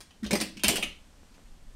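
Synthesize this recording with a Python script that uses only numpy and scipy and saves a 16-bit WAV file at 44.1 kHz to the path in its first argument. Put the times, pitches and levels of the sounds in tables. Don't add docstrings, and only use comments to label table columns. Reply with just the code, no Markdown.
import sys
import numpy as np
from scipy import signal
from scipy.io import wavfile

SR = 44100
rng = np.random.default_rng(int(sys.argv[2]) if len(sys.argv) > 2 else 0)


def rack_gain(trim_db):
    fader = np.asarray(trim_db, float)
    return 10 ** (fader / 20)


def store_wav(level_fs):
    pcm = np.round(np.clip(np.atleast_2d(level_fs), -1, 1) * 32767)
    wavfile.write(sys.argv[1], SR, pcm.T.astype(np.int16))


N = 77175
MODE_SPREAD_DB = 2.5


def ring(clicks, hz, t60):
    radius = rack_gain(-60 / (t60 * SR))
    angle = 2 * np.pi * hz / SR
    feedback = [1, -2 * radius * np.cos(angle), radius * radius]
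    return signal.lfilter([0, np.sin(angle)], feedback, clicks + 1e-18)


def add(out, start, dry, space, wet_db):
    both = rack_gain(wet_db) * signal.fftconvolve(dry, space)
    both[:len(dry)] += dry
    i = int(start * SR)
    out[i:i + len(both)] += both[:N - i]


def capsules(spaces, count=5):
    # (time [s], face pitch [Hz], face level [dB], rim level [dB], coin level [dB])
    clacks = [(.0052, 2140, -43, -39, -43.5), (.1075, 2830, -50.5, -58, -72), (.2318, 1870, -44, -43, -48),
              (.243, 1890, -36, -39.5, -47), (.250, 3300, -37.5, -55, -64), (0.263, 2640, -42, -36.5, -44),
              (.3086, 2220, -23.5, -21.5, -26.5), (.3312, 2300, -28, -21.5, -24),
              (.3535, 2110, -27.5, -23.5, -26), (.4021, 2400, -38, -29, -31),
              (.4113, 2400, -24.5, -25, -22.5), (.5705, 2530, -40.5, -40.5, -46.5),
              (.5945, 3130, -39, -44.5, -53), (.612, 3300, -51, -82, -66), (.6354, 2480, -20, -16.5, -17.5),
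              (.6445, 2920, -15.5, -19, -25), (0.682, 2650, -23.5, -23.5, -12),
              (.687, 2800, -22.5, -20.5, -30), (.693, 2700, -27.5, -22, -35),
              (.7575, 3090, -23, -27, -23.5), (0.769, 2700, -28.5, -25, -26),
              (.8257, 2840, -21.5, -33.5, -29.5), (.8345, 2920, -31, -31, -37),
              (1.342, 2600, -60, -57, -65)]
    # (ratio to face pitch [1], level [dB], t60 [s])
    face_modes = [(.55, -19.5, 0.0029), (.7, -8.5, 0.0041), (0.821, -6.5, 0.0082), (0.922, -2, 0.0084),
                  (1.001, -4, 0.012), (1.068, 0.5, 0.0081), (1.25, -3.5, 0.0019)]
    # (frequency [Hz], level [dB], t60 [s])
    rim_modes = [(4100, 6.5, 0.0017), (4350, -1.5, 0.0014), (5044, -4, 0.0073), (5790, 0.5, 0.0025),
                 (6700, -2.5, 0.0026)]
    # (frequency [Hz], level [dB], t60 [s])
    coin_modes = [(8300, -3, 0.0022), (8510, 3, 0.002), (9170, 2.5, 0.0032), (11200, -3.5, 0.0013),
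                  (11730, -4.5, 0.00088), (14200, -12, 0.0017)]
    # (frequency [Hz], level [dB], t60 [s])
    holder_modes = [(2400, -24, 0.16), (2593, -27, 0.22), (2700, -25, 0.17), (2790, -24, 0.25),
                    (2880, -20, 0.2), (3100, -26.5, 0.24), (3040, -23.5, 0.25), (3300, -14, 0.16)]
    rattle_s, rattle_loss_db, spread_s = 0.0074, 9.5, 0.001
    touch_spread_db, first_touch_db = 2.5, 5
    detune = 0.032
    holder_db_per_octave = 15

    out = np.zeros(N)
    for k, (start, pitch, face_db, rim_db, coin_db) in enumerate(clacks):
        share = np.sort(rng.random(count)) * (np.arange(count) > 0)
        touch_db = -rattle_loss_db * share
        touch_db += touch_spread_db * rng.standard_normal(count) * (share > 0)
        touch_db += first_touch_db * (share == 0)

        modes = [(ratio * pitch, face_db + db, t60) for ratio, db, t60 in face_modes]
        modes += [(hz, rim_db + db, t60) for hz, db, t60 in rim_modes]
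        modes += [(hz, coin_db + db, t60) for hz, db, t60 in coin_modes]
        modes += [(hz, face_db + db - holder_db_per_octave * abs(np.log2(hz / pitch)), t60)
                  for hz, db, t60 in holder_modes]

        dry = np.zeros(SR // 4)
        luck = rng.standard_normal((len(modes), 3, count))
        for (hz, db, t60), (level_luck, sign_luck, mode_luck) in zip(modes, luck):
            times = share * rattle_s + spread_s * abs(mode_luck[1])
            heights = rack_gain(db - 6.5 + touch_db + MODE_SPREAD_DB * level_luck) * np.sign(sign_luck)
            clicks = np.zeros(SR // 4)
            np.add.at(clicks, (times * SR).astype(int), heights)
            dry += ring(clicks, hz * (1 + detune * mode_luck[0]), t60)
        add(out, start, dry, spaces[k % len(spaces)], wet_db=1.5)
    return out


def table_top(spaces):
    # (time [s], level [dB], favoured pitch [Hz], contact time [s])
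    thuds = [(.2225, -20, 197, 0.0039), (.257, -33.5, 350, 0.0016), (.3035, -20.5, 230, 0.001),
             (0.319, -19.5, 220, 0.0011), (.333, -21.5, 330, 0.00078), (.342, -57, 230, 0.0026),
             (0.355, -28, 330, 0.0006), (.411, -28.5, 330, 0.00089), (.561, -33, 195, 0.003),
             (.636, -22, 215, 0.00038), (.640, -34.5, 690, 0.00048), (.681, -23.5, 240, 0.00033),
             (.686, -28, 590, 0.00029), (.702, -27, 327, 0.0013), (.7305, -23.5, 235, 0.0009),
             (0.778, -27.5, 600, 0.0012), (.827, -35, 280, 0.0011), (1.731, -58, 215, 0.0033),
             (1.7425, -55.5, 250, 0.003)]
    # (frequency [Hz], level [dB], t60 [s])
    plate_modes = [(129.6, -6, 0.055), (188.4, -2.5, 0.1), (210.8, 1, 0.063), (256, -0.5, 0.063),
                   (281, -3.5, 0.03), (318.2, -0.5, .08), (409, -5, 0.061), (499, -0.5, 0.047),
                   (590, -1, 0.06), (700, -1.5, 0.07), (824, -0.5, 0.043), (1009, 1, 0.048),
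                   (1353, -5.5, .03)]
    favour_db_per_octave = 7.5

    out = np.zeros(N)
    luck = rng.standard_normal((len(thuds), len(plate_modes)))
    for k, (start, level_db, favoured, contact) in enumerate(thuds):
        shape = np.hanning(int(contact * SR) + 3)
        push = np.zeros(SR // 4)
        push[:len(shape)] = shape / shape.sum()
        dry = np.zeros(SR // 4)
        for j, (hz, mode_db, t60) in enumerate(plate_modes):
            db = level_db - 1.5 + mode_db + MODE_SPREAD_DB * luck[k, j]
            db -= favour_db_per_octave * abs(np.log2(hz / favoured))
            dry += (-1) ** j * rack_gain(db) * ring(push, hz, t60)
        add(out, start, dry, spaces[k % len(spaces)], wet_db=-0.5)
    return signal.sosfilt(signal.butter(4, 125, "high", fs=SR, output="sos"), out)


def table_legs():
    # (time [s], level [dB], t60 [s])
    sways = [
        (0.252, -30.5, 0.18),
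        (.30, -43, 1),
        (0.662, -27, 0.17),
        (.85, -45.5, .6),
    ]
    out = np.zeros(N)
    for start, db, t60 in sways:
        t = np.maximum(np.arange(N) / SR - start, 0)
        rise = 1 - np.exp(-t / 0.01)
        out += rack_gain(db - 60 * t / t60) * rise * np.sin(2 * np.pi * 60.8 * t)
    return out


def bag_taps():
    # (time [s], level [dB], pitch [Hz], t60 [s])
    tap_events = [
        (.005, -54.5, 560, 0.034),
        (1.232, -53, 720, 0.0099),
        (1.381, -50, 990, 0.007),
        (1.392, -55.5, 700, .012),
    ]
    out = np.zeros(N)
    for start, db, hz, t60 in tap_events:
        click = np.zeros(N)
        click[int(start * SR)] = rack_gain(db)
        for ratio in (0.7, 1.0, 1.45):
            out += ring(click, hz * ratio, t60)
    return out


def at_hz(points, hz):
    table_hz, values = np.transpose(points)
    return np.interp(np.log(hz), np.log(table_hz), values)


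def band_pass(x, order, edges):
    return signal.sosfilt(signal.butter(order, edges, "band", fs=SR, output="sos"), x)


def bands(size):
    edges = 100 * 2 ** np.arange(0, 7.7, 0.5)
    white = rng.standard_normal((2, size))
    return [(np.sqrt(low * high), band_pass(white[k % 2], 2, [low, high]))
            for k, (low, high) in enumerate(zip(edges, edges[1:]))]


def rooms(count):
    # (frequency [Hz], t60 [s])
    room_t60 = [(200, 0.43), (800, 0.3), (1900, 0.35), (2700, 0.31), (4000, 0.38), (7000, 0.29),
                (12000, 0.23)]
    build_s, early_db, early_s = 0.0011, 6, 0.0083
    t = np.arange(SR // 2) / SR
    noise = bands(3 * SR)
    out = np.zeros((count, len(t)))
    for k, i in enumerate(rng.integers(SR // 4, 2 * SR, count)):
        for hz, band in noise:
            out[k] += band[i:i + len(t)] * rack_gain(-60 * t / at_hz(room_t60, hz))
    out *= 1 - np.exp(-t / build_s)
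    out *= 1 + rack_gain(early_db) * np.exp(-t / early_s)
    return out / np.sqrt(np.sum(out ** 2, axis=1, keepdims=True))


def rms_one(x):
    return x / np.sqrt(np.mean(x ** 2) + 1e-20)


def in_time(rows):
    return np.interp(np.arange(N) / SR, *np.transpose(rows))


def low_noise(low_hz, high_hz):
    return rms_one(band_pass(rng.standard_normal(N + SR), 2, [low_hz, high_hz])[SR:])


def background():
    # (frequency [Hz], density [dB per Hz])
    hiss_spectrum = [(59, -42), (100, -12.5), (156, -3), (277, -4.5), (295, -12), (583, -14), (1250, -18.5),
                     (9020, -25), (16000, -47)]
    # (time [s], level [dB])
    hiss_swell = [(0, -4.5), (.2, -5.5), (1.0, -4.5), (1.4, -3.5), (1.65, -5.5), (1.75, -3.5)]
    # (time [s], level [dB])
    rumble_level = [(0.0, -62), (0.76, -56.5), (0.788, -48.5), (0.994, -56), (1.388, -57.5), (1.52, -45),
                    (1.568, -51), (1.676, -44), (1.75, -48)]
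    hiss = rms_one(sum(band * rack_gain(at_hz(hiss_spectrum, hz)) for hz, band in bands(N)))
    rumble = low_noise(8, 27.9)
    hum = low_noise(48.4, 92)
    return hiss * rack_gain(-56 + in_time(hiss_swell)) + rumble * rack_gain(in_time(rumble_level)) + hum * rack_gain(-63.5)


def scene():
    spaces = rooms(count=8)
    contacts = capsules(spaces) + table_top(spaces) + table_legs() + bag_taps()
    return (contacts + background())[None]


def top_cut(x):
    return signal.sosfilt(signal.butter(12, 16670, fs=SR, output="sos"), x)


def record(dry):
    low_pass = signal.ellip(8, 0.3, 37, 15750, fs=SR, output="sos")
    mix = signal.sosfilt(low_pass, dry)
    return top_cut(mix)


dry = scene()
out = record(dry)
store_wav(out)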